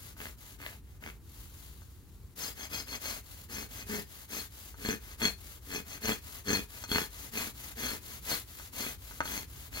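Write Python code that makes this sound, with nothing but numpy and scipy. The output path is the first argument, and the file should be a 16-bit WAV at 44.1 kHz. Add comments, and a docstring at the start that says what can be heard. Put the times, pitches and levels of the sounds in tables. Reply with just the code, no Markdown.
"""Rasping a horse's hoof

A farrier files a hoof with a steel rasp, close to the microphone in an open shelter.
On each push the teeth bite: random fractures crumble the horn, caught tooth rows thud the hoof, the bar rings.
The draw back is mostly hiss from tooth tips. After three dull scrapes the rasp is turned over with soft rubbing.
Now and then it knocks on the hoof, ringing wall and bar; short scattered tails and low outdoor air surround it."""
import sys
import numpy as np
from scipy import signal
from scipy.fft import rfft, irfft
from scipy.io import wavfile
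from scipy.ndimage import uniform_filter1d

SR = 44100
rng = np.random.default_rng(int(sys.argv[2]) if len(sys.argv) > 2 else 0)


def waveform_to_disk(signal):
    """Save audio, clipped to [-1, 1], as 16-bit WAV at the path in sys.argv[1]."""
    frames = np.transpose(np.atleast_2d(signal))
    scaled = np.clip(frames, -1, 1) * 32767
    samples = np.round(scaled).astype(np.int16)
    wavfile.write(sys.argv[1], SR, samples)


N = 432180
TIME = np.arange(N) / SR


def gain_of(db):
    """Decibels to amplitude."""
    return 10 ** (np.asarray(db) / 20)


def evened(x):
    """Scales to an rms of one."""
    return x / np.sqrt(np.mean(x ** 2) + 1e-20)


def wander(cutoff_hz):
    """Slow random curve of rms one: noise low-passed around cutoff_hz."""
    f_hz = np.fft.rfftfreq(N, 1 / SR)
    lowpass = 1 / (1 + (f_hz / cutoff_hz) ** 4)
    return evened(irfft(rfft(rng.standard_normal(N)) * lowpass, N))


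def colour(x, points, size=4096):
    """Minimum-phase filter through (frequency_hz, gain_db) points."""
    point_hz, point_db = np.transpose(points)
    bin_hz = abs(np.fft.fftfreq(size, 1 / SR)) + 1
    log_gain = np.log(gain_of(np.interp(np.log(bin_hz), np.log(point_hz), point_db)))
    taps = np.fft.ifft(np.exp(np.conj(signal.hilbert(log_gain)))).real
    return signal.oaconvolve(x, taps[:size // 2])[:N]


def ring(x, mode_hz, width_hz):
    """One decaying mode; its gain passes white noise at equal power."""
    radius = np.exp(-np.pi * abs(width_hz) / SR)
    pole = radius * np.exp(2j * np.pi * mode_hz / SR)
    return signal.lfilter([np.sqrt(2 * (1 - radius * radius))], [1, -pole], x).imag


def ring_modes(drive, modes):
    """Sum of decaying modes (mode_hz, width_hz, level_db) under one drive."""
    return sum(gain_of(db) * ring(drive, hz, width) for hz, width, db in modes)


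# one row a stroke, pushes timed; the draw before it starts where the last push ended:
# push_start_s, push_end_s, bite_db, pressure_place (0-1), pressure_length (0-1), rows_per_s,
# thud_db (re bite), ring_db (re bite), push_hiss_db, draw_hiss_db
STROKES = [(.152, .362, -45, 0.39, .22, 76, -2.5, -22, -44.5, -48.5),
           (.575, .815, -43.5, 0.34, .26, 78, -3.5, -19, -47.5, -50),
           (.995, 1.199, -47, 0.33, 0.21, 78, -2, -17, -52, -62),
           (2.353, 2.542, -51, 0.49, 0.49, 162, 1, 5.5, -39, -72),
           (2.689, 2.854, -48, 0.4, 0.43, 153, -1.5, 6, -41, -45),
           (2.992, 3.218, -48.5, 0.35, .6, 132, -6, 2, -39.5, -43.5),
           (3.48, 3.681, -49.5, 0.42, 0.56, 117, 3, 2, -42, -49),
           (3.85, 4.052, -44.5, 0.49, 0.35, 204, 3.5, -5.5, -40, -44.5),
           (4.275, 4.489, -49, 0.41, 0.37, 107, 2, 4, -40, -48),
           (4.748, 4.994, -41.5, 0.58, 0.24, 99.5, 6, 2, -40.5, -48),
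           (5.172, 5.356, -34, 0.43, 0.19, 100, 1.5, 4.5, -37, -48.5),
           (5.602, 5.844, -43.5, 0.64, 0.2, 93.3, 5, 4, -42, -48),
           (5.994, 6.208, -35.5, 0.45, 0.23, 108.6, 2, 0.5, -37.5, -45),
           (6.433, 6.671, -36.5, 0.41, 0.23, 102, 6, 5, -37, -44.5),
           (6.868, 7.094, -36, 0.44, 0.29, 86, 3.5, 2, -36, -45.5),
           (7.31, 7.531, -40.5, 0.42, 0.32, 108.6, 2, -0.5, -36.5, -44),
           (7.748, 7.998, -43, 0.47, 0.44, 125, 2, 0.5, -38, -43.5),
           (8.209, 8.445, -39.7, 0.47, 0.18, 155, -3, 2, -33, -44),
           (8.713, 8.974, -43.5, 0.45, 0.3, 123, 0, 0.5, -37, -46),
           (9.218, 9.46, -45.5, 0.48, 0.43, 96, -1, 2.5, -38.5, -47),
           (9.704, 9.93, -43, .38, 0.29, 95, -1, 1, -40, -47)]
FIRST_DRAW_S = -0.07
# draw: the hand leans in towards its end; a quicker draw bites more
DRAW_S, DRAW_BITE_DB, QUICK_POWER, DRAW_PLACE, DRAW_LEAN = 0.21, -11, 2.4, 0.98, 0.96
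DRAW_ROWS_PER_S, DRAW_THUD_DB, DRAW_RING_DB, DRAW_SCRAPE_DB = 125, -4, 0.5, -14
SCRAPE_DB = -5  # push scrape re its hiss


def passes():
    """Splits strokes into draws and pushes: start_s, end_s, hiss_db, bite_db, place, lean,
    rows_per_s, thud_db, scrape_db, ring_db."""
    rows, last_end_s = [], FIRST_DRAW_S
    for start_s, end_s, bite_db, place, lean, rate, thud_db, ring_db, push_db, draw_db in STROKES:
        quickness = DRAW_S / (start_s - last_end_s)
        draw_bite_db = draw_db + DRAW_BITE_DB + QUICK_POWER * 20 * np.log10(quickness)
        rows.append((last_end_s, start_s, draw_db, draw_bite_db, DRAW_PLACE, DRAW_LEAN,
                     DRAW_ROWS_PER_S, DRAW_THUD_DB, DRAW_SCRAPE_DB, DRAW_RING_DB))
        push_scrape_db = push_db - bite_db + SCRAPE_DB
        rows.append((start_s, end_s, push_db, bite_db, place, lean,
                     rate, thud_db, push_scrape_db, ring_db))
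        last_end_s = end_s
    return np.array(rows)


# speed left at a turn, how soon full speed comes, pressure of a resting hand
CREEP, BRISK, RESTING = 0.04, 1.77, 0.06
USUAL_ROWS_PER_S, USUAL_BITE_DB = 110, -42
DAMPING_DB_PER_DB = 0.5024  # a harder bite damps the upper bar modes


def arm(hiss_power=1.0, press_power=0.39):
    """Speed and hand pressure along each pass set hiss, bite and the tone of the cut."""
    rows = passes()
    now = np.searchsorted(rows[1:, 0], TIME)
    start_s, end_s, hiss_db, bite_db, place, lean, *tone = rows[now].T
    along = np.clip((TIME - start_s) / (end_s - start_s), 0, 1)
    speed = CREEP + (1 - CREEP) * np.tanh(BRISK * np.sin(np.pi * along)) / np.tanh(BRISK)
    pressure = RESTING + (1 - RESTING) * np.exp(-((along - place) / lean) ** 2)
    damping_db = DAMPING_DB_PER_DB * (bite_db - USUAL_BITE_DB)
    hiss = gain_of(hiss_db) * speed ** hiss_power * pressure ** press_power
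    bite = gain_of(bite_db) * speed * pressure
    return hiss, bite, tone + [damping_db]


def grains(per_s, spread_db):
    """Tiny fractures of random moment, sign and size."""
    sizes = gain_of(spread_db * np.clip(rng.standard_normal(N), -2, 2))
    return evened(sizes * rng.choice([-1, 1], N) * (rng.random(N) < per_s / SR))


def catches(rows_per_s, jitter=.09, spread_db=7.0, tear_s=0.0015):
    """Tooth rows catch and let go unevenly; each release tears horn for a moment."""
    rows = np.floor(np.cumsum(rows_per_s * (1 + jitter * wander(70))) / SR)
    sizes = gain_of(spread_db * np.clip(rng.standard_normal(N), -2, 1))
    kicks = (np.diff(rows, prepend=0) > 0) * sizes
    tearing = signal.lfilter([1], [1, -np.exp(-1 / (tear_s * SR))], kicks)
    centred_kicks = kicks - uniform_filter1d(kicks, size=800)
    return evened(centred_kicks), evened(tearing)


def bar(drive, modes, swing_db=6):
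    """Each steel mode swells and fades at random as the contact slides over its nodes."""
    return evened(sum(gain_of(db + swing_db * np.tanh(wander(27))) * ring(drive, hz, width)
                      for hz, width, db in modes))


# spectra of crumbling horn and of the sharp scrape: frequency_hz, level_db (relative)
CRUMBLE = [(100, -11.5), (300, -4), (600, 4), (1050, -0.5), (1600, 3.5), (2200, 5), (3200, -2.5),
           (8200, -28), (15000, -22.5)]
SCRAPE = [(1500, -4.5), (3000, -3.5), (4500, 5.5), (7400, -10.5), (8200, -23), (9500, -55), (15000, 11)]
# modes of the hand-held hoof: mode_hz, width_hz, level_db (relative)
HOOF = [(104, 55, -23), (237, 40, -1.5), (290, 39, 0), (415.6, 62, 5.5), (1768, 110, 0)]
# modes of the steel bar in three bands; low and high also ring in knocks:
# mode_hz, width_hz, level_db (relative)
BAR_LOW = [(2487, 32, -4), (3343, 55, -3.5), (4317, 26, 2.5)]
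BAR_MIDDLE = [(4990, 28, 0)]
BAR_HIGH = [(5315, 32, -4), (6168, 36, 1), (6370, 32, -1), (7397, 40, -4), (11390, 40, -11),
            (12440, 45, -13)]
# fast tooth rows wake the upper bands
MIDDLE_DB, MIDDLE_DB_PER_OCTAVE = -10.5, 11
HIGH_DB, HIGH_DB_PER_OCTAVE = -1, 4


def filing(bite, tone, dig_db=-50, crumble_db=-0.5, snap=0.98):
    """Fractures and row catches drive crumbling horn, hoof thud, scrape and bar ring."""
    rows_per_s, thud_db, scrape_db, low_db, damping_db = (uniform_filter1d(c, size=1000) for c in tone)
    octaves = np.log2(rows_per_s / USUAL_ROWS_PER_S)
    middle_db = low_db + MIDDLE_DB + MIDDLE_DB_PER_OCTAVE * octaves - damping_db
    high_db = low_db + HIGH_DB + HIGH_DB_PER_OCTAVE * octaves - damping_db

    kicks, tearing = catches(rows_per_s)
    depth = np.minimum(bite / gain_of(dig_db), 1)  # a light touch skates without digging in
    chatter = np.clip(depth * (78 / rows_per_s) ** 2, 0, .8)  # slow strokes catch row by row
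    fractures = grains(5000, 4.1) * np.sqrt(1 - chatter + chatter * tearing ** 2)
    force = fractures + snap * chatter * kicks

    crumble = gain_of(crumble_db) * evened(colour(force, CRUMBLE))
    scrape = gain_of(scrape_db) * evened(colour(fractures, SCRAPE))
    thud = gain_of(thud_db) * evened(ring_modes(kicks + fractures / 2, HOOF))
    bands = ((low_db, BAR_LOW), (middle_db, BAR_MIDDLE), (high_db, BAR_HIGH))
    steel = sum(gain_of(db) * bar(force, modes) for db, modes in bands)
    return bite * (crumble + thud + np.sqrt(depth) * scrape + depth * steel)


# modes of the struck horn wall: mode_hz, width_hz, level_db (relative)
WALL = [(570, 97, -37), (974, 71, 7), (1289, 18, 6.5), (1500, 390, 16)]
# rasp knocking on the hoof: time_s, blow_db, steel_db (re blow)
KNOCKS = [(.167, -41, -24), (0.602, -45, -12), (1.027, -39, -26), (1.819, -44, -5), (4.743, -38, -8),
          (5.211, -29, -13), (5.243, -33, -11), (6.839, -28, 3), (6.956, -21.5, -5), (8.598, -33, -2.5),
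          (9.111, -34, -12), (9.2053, -12, -17), (9.255, -25.5, -2.5)]
# repeats of a blow off legs and ground: delay_s, gain (re blow)
ECHOES = [(.0033, 0.54), (0.0108, 0.47)]


def knocks(crack_s=0.000065, tick_db=-16):
    """A short crack of steel on horn rings the hoof wall and the bar."""
    t_s = np.arange(SR // 4) / SR
    blows, steel_blows = np.zeros((2, N))
    for time_s, blow_db, steel_db in KNOCKS:
        at = round(time_s * SR)
        blows[at] = gain_of(blow_db)
        steel_blows[at] = gain_of(blow_db + steel_db)
    blows = blows + sum(gain * np.roll(blows, round(delay_s * SR)) for delay_s, gain in ECHOES)

    tick = gain_of(tick_db) * np.exp(-t_s / crack_s) * rng.standard_normal(len(t_s))
    impulse = t_s == 0
    wall = ring_modes(impulse, WALL)
    steel = ring_modes(impulse, BAR_LOW + BAR_HIGH)
    horn_sound = signal.oaconvolve(blows, wall / abs(wall).max() + tick)
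    steel_sound = signal.oaconvolve(steel_blows, steel / abs(steel).max())
    return (horn_sound + steel_sound)[:N]


# spectrum of tooth tips on the sole: frequency_hz, level_db (relative)
HISS = [(300, -9.5), (1000, -2.5), (2500, -4), (4200, -0.5), (5500, -3.5), (7400, 0), (8200, -9.5),
        (9200, -1), (15500, -0.5)]


def sliding(hiss, flutter_db=1.42, direct_db=-2, left_db=-2, right_db=-5):
    """Tooth tips scratch the sole: one shared grain stream plus one for each side."""
    tips = np.array([evened(colour(grains(14000, 2.2), HISS)) for _ in range(3)])
    shared = gain_of(direct_db) * ports(tips[0])
    sides = gain_of([[left_db], [right_db]]) * tips[1:]
    return hiss * gain_of(flutter_db * wander(80)) * (shared + sides)


# soft rubbing while the rasp is turned over: time_s, level_db
TURNING = [(1.2, -69), (1.29, -56.5), (1.41, -50.5), (1.5, -55.5), (1.63, -51), (1.8, -58), (2.05, -64.5),
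           (2.34, -64.5)]


def turning():
    """Strength of the rubbing as the rasp turns in the hand; silent outside the table."""
    return gain_of(np.interp(TIME, *np.transpose(TURNING), left=-np.inf, right=-np.inf))


# shading at the far microphone port: frequency_hz, gain_db
FAR_PORT = [(100, -2), (300, -3), (1200, -3.5), (2500, 1), (4300, -7.5), (8000, -19.5), (13000, -3.5)]
PORT_LAG = 8  # samples


def ports(x):
    """The right microphone port hears the source later and partly shaded."""
    return np.array([x, np.roll(colour(x, FAR_PORT), PORT_LAG)])


def shelter(direct, t60_s=0.19, wet_db=-7):
    """Ground, legs and close walls scatter a short decaying noise tail."""
    t_s = np.arange(SR // 2) / SR
    tail = rng.standard_normal((2, len(t_s))) * gain_of(-60 * t_s / t60_s)
    response = gain_of(wet_db) * tail / np.linalg.norm(tail[0])
    response[:, 0] = 1  # direct sound
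    return signal.oaconvolve(direct, response, axes=1)[:, :N]


# spectrum of outdoor air: frequency_hz, level_db (relative)
AIR = [(20, -23.5), (40, -5.5), (55, 6.5), (100, -0.5), (160, -10.5), (400, -19), (600, -32.5),
       (1100, -30.5), (3000, -41.5), (15000, -41)]


def air(level_db=-52.0, apart=0.28):
    """Low outdoor rumble, slowly wandering in level and nearly the same at both ports."""
    shared, side = (evened(colour(rng.standard_normal(N), AIR)) for _ in range(2))
    return gain_of(level_db + wander(1.0)) * np.array([shared + apart * side, shared - apart * side])


def scene():
    """Rasp and hoof in the shelter, over the outdoor air."""
    hiss, bite, tone = arm()
    hoof = ports(filing(bite, tone) + knocks())
    rubbing = sliding(np.hypot(hiss, turning()))
    return shelter(hoof + rubbing) + air()


EDGE_HZ = 15900


def record(dry):
    """Limits the band with a steep linear-phase low-pass."""
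    lowpass = signal.firwin(511, EDGE_HZ, window=("kaiser", 9), fs=SR)
    return signal.oaconvolve(dry, lowpass[None], "same")


dry = scene()
out = record(dry)
waveform_to_disk(out)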